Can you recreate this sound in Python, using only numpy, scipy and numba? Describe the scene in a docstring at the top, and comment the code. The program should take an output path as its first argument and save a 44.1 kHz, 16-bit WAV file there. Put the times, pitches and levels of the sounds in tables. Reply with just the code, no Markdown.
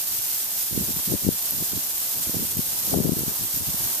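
"""Sleet on a frozen lawn and dead leaves, heard through a hand-held stereo microphone.
From the start, countless tiny pellets merge into a bright hiss over a faint, far-off rumble; a few
tick close by. Near 1 s one taps on something hollow. Small gusts buffet the microphone's two ports,
mostly the left, hardest near 1.3 s and again around 3 s, and the recorder's gain control ducks the
hiss under the strongest. Towards the end the rumble swells a little while the sleet keeps falling."""
import sys
import numpy as np
from scipy import signal
from scipy.fft import rfft, irfft
from scipy.io import wavfile
from scipy.ndimage import uniform_filter1d
from numba import njit

SR = 44100
rng = np.random.default_rng(int(sys.argv[2]) if len(sys.argv) > 2 else 0)


def unload_wav(signal):
    """Save mono or channel-first audio to the path in sys.argv[1] as 16-bit WAV at rate SR, clipped to [-1, 1]."""
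    wavfile.write(
        sys.argv[1],
        SR,
        np.round(np.clip(np.atleast_2d(signal).T, -1, 1) * 32767).astype(np.int16),
    )


N = 176400

# colour of the far-off rumble (frequency [Hz], relative level [dB])
RUMBLE_COLOUR = [(25, -19), (60, -0.5), (150, -1), (280, 0), (360, 0.5), (440, -5.5), (580, 0.5),
                 (720, 0.5), (900, 0.5), (1200, -3.5), (1700, -10.5), (3000, -48), (8000, -45)]
# swell of the rumble (time [s], relative level [dB])
RUMBLE_SWELL = [(0, -.5), (.4, -1), (.65, -1), (1.4, 1), (2.1, 0.5), (2.35, 1.2), (2.6, 0), (2.85, 4),
                (3.6, 0.6), (3.9, 5.5), (4, 2)]
# gusts on the microphone (start [s], length [s], left level [dB], right level [dB], eddy pitch [Hz])
GUSTS = [(0.081, 0.14, -47.5, -51, 129), (0.714, 0.05, -39, -29.5, 165), (0.763, 0.066, -31.5, -33, 153),
         (.83, 0.039, -37, -37, 150), (0.878, 0.031, -32, -40, 200), (.925, 0.068, -34, -44, 150),
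         (1.077, 0.041, -28, -30, 170), (1.12, .036, -25.5, -33.5, 203), (1.227, 0.036, -30, -41, 150),
         (1.266, 0.021, -22.5, -28, 140), (1.3, 0.046, -33.5, -41, 160), (1.522, 0.066, -38.5, -37, 157),
         (1.607, 0.022, -31, -38, 165), (1.724, 0.065, -36, -34, 149), (2.147, 0.077, -41, -42, 157),
         (2.268, 0.032, -41, -34, 196), (2.339, .035, -35, -31, 210), (2.386, 0.065, -32.5, -34, 180),
         (2.472, .083, -42, -41, 159), (2.569, .035, -29, -40, 147), (2.628, 0.25, -46.5, -47, 147),
         (2.878, 0.038, -32, -40, 167), (2.914, .02, -28, -27, 228), (2.937, 0.027, -19.5, -30, 267),
         (2.969, 0.043, -22, -30.5, 197), (3.036, 0.057, -22.5, -32, 215), (3.125, 0.016, -30.5, -38, 172),
         (3.165, 0.071, -31.5, -34, 215), (3.269, 0.051, -32, -42, 168), (3.397, 0.063, -34, -50, 128),
         (3.541, 0.037, -32.5, -43, 148), (3.604, 0.0346, -31.5, -48, 150), (3.673, 0.031, -30, -35, 100),
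         (3.735, .02, -39, -37, 129), (3.79, 0.084, -37, -38.5, 133)]
# hard eddies that thump a port (time [s], level [dB], pitch [Hz], left minus right [dB])
THUMPS = [(.778, -10, 280, -18), (.808, -19, 190, -6), (.813, -18, 200, 5), (.893, -21, 310, 14),
          (.908, -19, 250, 16), (.9665, -20, 200, 16), (1.1228, -12, 390, 18), (1.140, -9, 330, 20),
          (1.1435, -14, 330, 18), (1.150, -15, 200, 14), (1.249, -18, 260, 14), (1.2683, -10, 250, 10),
          (1.2784, -9, 200, 20), (1.2895, -1.5, 320, 26), (1.6254, -21, 270, 10), (1.7342, -20, 240, -14),
          (1.7762, -19, 240, -10), (2.2717, -22, 260, -12), (2.296, -19, 280, -14), (2.3452, -18, 350, -16),
          (2.369, -14, 210, -16), (2.4266, -20, 260, 8), (2.4306, -20, 280, -8), (2.5716, -19, 160, 14),
          (2.5935, -11, 220, 18), (2.918, -18, 270, 14), (2.933, -12, 250, 16), (2.9449, -10, 280, 18),
          (2.9525, -11.5, 340, 16), (2.9632, -11, 290, 16), (2.9746, -9, 260, 18), (2.9887, -8.5, 320, 10),
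          (3.004, -9, 270, 18), (3.009, -9, 250, 20), (3.049, -10, 260, 14), (3.0558, -7, 280, 20),
          (3.0675, -14, 300, 15), (3.0752, -14, 260, 15), (3.094, -10, 260, 18), (3.1209, -7, 240, 22),
          (3.1327, -10, 230, 18), (3.1689, -17, 250, -12), (3.1927, -20, 270, 12), (3.2085, -15, 280, 14),
          (3.2359, -16, 320, 14), (3.2814, -15, 220, 18), (3.6888, -22, 200, 12), (3.7449, -22, 220, -12)]
# colour of the sleet across the lawn (frequency [Hz], relative level [dB])
SLEET_COLOUR = [(300, -41.5), (1000, -29), (1500, -17), (2200, -16.5), (3000, -12), (5800, -6.5),
                (8000, -6.5), (10400, -5), (12300, -2), (13800, 3.5), (14500, -0.5)]
# stereo balance of the sleet (frequency [Hz], left minus right [dB])
SLEET_BALANCE = [(1500, 1), (4400, 1.3), (8000, 0.1), (11000, -1), (14000, -3)]
# strength of the fall (time [s], relative level [dB])
FALL_STRENGTH = [(0, 0), (.1, -0.5), (.22, -1.5), (.35, 0.2), (.48, -2), (.62, 1), (.70, -3), (1.05, 0.5),
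                 (1.17, -1.7), (1.47, -0.1), (1.8, -1.7), (2.08, -0.7), (2.28, -1.3), (2.7, -1.4),
                 (2.9, 1.2), (3.05, -2.5), (3.38, -1.7), (3.46, -2.5), (3.55, -0.6), (3.72, -1.5),
                 (3.87, 1.6), (4, -1.1)]
# pellets landing close to the microphone (time [s], level [dB], ring [Hz], left minus right [dB])
CLOSE_PELLETS = [(.444, -16, 13800, -1.5), (.965, -15, 12500, 4), (1.426, -15, 12500, -5),
                 (1.5082, -5.5, 12600, -2), (1.548, -15, 13600, -2), (1.777, -15, 13400, -3),
                 (1.981, -13, 13400, -1), (2.184, -13, 12800, -1), (2.571, -9.5, 13100, -1.5),
                 (2.857, -14, 12000, -2), (3.191, -10.5, 13600, 0), (3.437, -13, 11500, 4),
                 (3.562, -11, 13600, -3.5), (3.874, -10, 13600, -4)]
# colour of a close tick (frequency [Hz], gain [dB])
TICK_COLOUR = [(2000, -36), (9000, -15), (11000, 0), (14500, 0)]

TIME_S = np.arange(N) / SR
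FREQ_HZ = np.arange(N // 2 + 1) * SR / N


def undb(db):
    """Decibels to gain."""
    return 10 ** (np.asarray(db) / 20)


def level(x, db):
    """Set the rms level."""
    return x * undb(db) / np.sqrt(np.mean(x ** 2) + 1e-18)


def spectrum(points):
    """Join (frequency [Hz], level [dB]) points on a log-frequency axis."""
    hz, db = np.array(points, float).T
    return np.interp(np.log(FREQ_HZ + 1), np.log(hz), db)


def colour(x, db):
    """Filter by a dB value for each frequency."""
    return irfft(rfft(x) * undb(db), N)


def sides(db):
    """Split a left-minus-right difference over the two channels."""
    return np.array([db, -db]) / 2


def wander(rate_hz):
    """Smooth random drift with a spread of 1."""
    lowpass = (FREQ_HZ > 0) / (1 + (FREQ_HZ / rate_hz) ** 2)
    return level(irfft(rfft(rng.standard_normal(N)) * lowpass, N), 0)


def add(out, start_s, x):
    """Mix a short sound into a track."""
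    i = int(np.clip(start_s * SR, 0, N - 1))
    out[..., i:i + x.shape[-1]] += x[..., :N - i]


def distant_rumble(width_db=-11.5):
    """Far-off outdoor rumble that grows unevenly, nearly the same in both channels."""
    mid, side = rng.standard_normal((2, N))
    stereo = mid + undb(width_db) * side * np.array([[1], [-1]])
    rumble = level(colour(stereo, spectrum(RUMBLE_COLOUR)), -48.5)
    swell_db = np.interp(TIME_S, *np.array(RUMBLE_SWELL).T)
    return rumble * undb(swell_db + .5 * wander(3.9))


def eddy(t, hz):
    """One pull and push of pressure, peak 1, centred on time zero."""
    phase = 2 * np.pi * hz * t
    return phase * np.exp((1 - phase ** 2) / 2)


def gust(length_s, db, eddy_hz, rise_s=.005, fall_s=.008, eddies_per_s=450):
    """A swarm of eddies crosses one port; returns the puff and the time offset of its lead-in."""
    t = np.arange(int((length_s + 4 * (rise_s + fall_s)) * SR)) / SR - 4 * rise_s
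    span_s = len(t) / SR
    arrivals = t[0] + span_s * rng.random(160)[:int(eddies_per_s * span_s) + 1]
    scatter = np.tanh(rng.standard_normal((160, 3)) / 2)
    swarm = np.zeros(len(t))
    for when, (size, speed, polarity) in zip(arrivals, scatter):
        hz = eddy_hz * 2 ** (1.28 * speed)
        swarm += np.sign(polarity) * undb(8 * size) * eddy(t - when, hz)
    puff = swarm * np.exp(np.minimum(t, 0) / rise_s - np.maximum(t - length_s, 0) / fall_s)
    rms = np.sqrt(np.sum(puff ** 2) / (length_s * SR))
    return puff * undb(db) / rms, t[0]


def vortex(t, hz, edge=2.7):
    """The core of a hard eddy crosses a port: sharp suction between two softer pushes."""
    offset_sq = (np.pi * hz * t) ** 2 / (edge + 2)
    return ((2 * edge + 1) * offset_sq - 1) / (1 + offset_sq) ** (edge + 2)


def wind_on_microphone(gust_trim_db=.5, thump_trim_db=.7, low_cut_hz=77.6):
    """Each port gets its own eddies, hard ones hit mostly one; the microphone loses the deepest bass."""
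    ports = np.zeros((2, N))
    for start_s, length_s, left_db, right_db, hz in GUSTS:
        for port, db in zip(ports, (left_db, right_db)):
            puff, offset_s = gust(length_s, db + gust_trim_db, hz)
            add(port, start_s + offset_s, puff)
    t = np.arange(-512, 512) / SR
    for when, db, hz, pan_db in THUMPS:
        port_db = db + thump_trim_db + sides(pan_db) - abs(pan_db) / 2
        add(ports, when + t[0], undb(port_db)[:, None] * vortex(t, hz))
    low_cut = signal.butter(1, low_cut_hz, "high", fs=SR, output="sos")
    return signal.sosfilt(low_cut, ports)


def pellets(when, size, hz, ring_s, bearing=0, pan_db=0, samples=128, port_lag_s=.00016):
    """Each pellet rings briefly; off centre (bearing -1 to 1) it reaches one port before the other."""
    channels = []
    for side in (1, -1):
        start = (when + side * bearing * port_lag_s / 2) * SR
        index = np.ceil(start).astype(int)[:, None] + np.arange(samples)
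        age_s = (index - start[:, None]) / SR
        ring = np.exp(-age_s / ring_s[:, None]) * np.sin(2 * np.pi * hz[:, None] * age_s)
        ring *= (size * undb(side * pan_db / 2))[:, None]
        channels.append(np.bincount((index % N).ravel(), ring.ravel(), N))
    return np.array(channels)


def hollow_tap(when=.992, db=-31, hz=1150, ring_s=.0013):
    """One pellet knocks dully on something hollow, dead centre."""
    return pellets(*np.array([[when, undb(db), hz, ring_s]]).T, samples=512)


def shower(per_s, scatter_db, hz, spread_oct, cycles, width_db, samples):
    """Pellets land at random times and places: most far and faint, a few nearer."""
    when, nearness, pitch, place = rng.random((int(per_s * N / SR), 4)).T
    ring_hz = np.minimum(hz * 2 ** (spread_oct * (2 * pitch - 1)), SR / 3)
    size = undb(scatter_db * np.minimum(-np.log(1 - nearness), 5.5))
    bearing = 2 * place - 1
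    return pellets(when * N / SR, size, ring_hz, cycles / ring_hz, bearing, width_db * bearing, samples)


def close_ticks(trim_db=2.8, bounce_s=.0008, skitter_s=.004):
    """Pellets land by the microphone: an icy tick, one quick rebound, a brief skitter over the crust."""
    when, db, hz, pan_db = np.array(CLOSE_PELLETS).T
    ring_s = np.full(len(when), .00022)

    def tick(delay_s, gain_db):
        return pellets(when + delay_s, undb(db + trim_db + gain_db), hz, ring_s, pan_db=pan_db)

    skitter = sum(tick(bounce_s + skitter_s * late, -17) for late in rng.random((len(when), 4)).T)
    return colour(tick(0, 0) + tick(bounce_s, -1) + skitter, spectrum(TICK_COLOUR))


def sleet():
    """A smooth hiss from the whole lawn, a fine patter on nearby ice, duller taps on dead leaves."""
    hiss = level(colour(rng.standard_normal((2, N)), spectrum(SLEET_COLOUR)), -23.5)
    flutter = undb(.81 * wander(26))
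    leaf_flutter = undb(1.7 * wander(8.9))
    ice = shower(per_s=5000, scatter_db=.5, hz=11170, spread_oct=.32,
                 cycles=.43, width_db=1.5, samples=32)
    ice = level(colour(ice, spectrum(SLEET_COLOUR)), -27.5)
    leaves = shower(per_s=900, scatter_db=2.5, hz=5580, spread_oct=1.18,
                    cycles=.61, width_db=18, samples=160)
    leaves = level(leaves, -49.5) * leaf_flutter
    lawn = colour(hiss + ice + leaves, sides(spectrum(SLEET_BALANCE)))
    strength = undb(np.interp(TIME_S, *np.array(FALL_STRENGTH).T))
    return lawn * strength * flutter


def scene():
    """Wind right on the microphone, rumble in the distance, and sleet near and far."""
    return wind_on_microphone() + distant_rumble() + close_ticks() + hollow_tap() + sleet()


@njit
def follow(power, attack, release):
    """The recorder's level follower, with separate rates for rising and falling."""
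    out, held = np.empty(len(power)), power[0]
    for i in range(len(power)):
        held += (power[i] - held) * (attack if power[i] > held else release)
        out[i] = held
    return out


def record(dry, threshold_db=-22, ratio=1.55, attack_s=.025, release_s=.08, top_hz=14250):
    """The recorder's gain control turns down loud moments; the top is cut steeply."""
    power = uniform_filter1d(np.mean(dry ** 2, axis=0), size=256)
    loudness = np.sqrt(follow(power, 1 / (attack_s * SR), 1 / (release_s * SR)))
    gain = np.minimum(undb(threshold_db) / loudness, 1) ** (1 - 1 / ratio)
    high_cut = np.clip((top_hz - FREQ_HZ) / 120 + .5, 0, 1)
    return irfft(rfft(dry * gain) * high_cut, N)


dry = scene()
out = record(dry)
unload_wav(out)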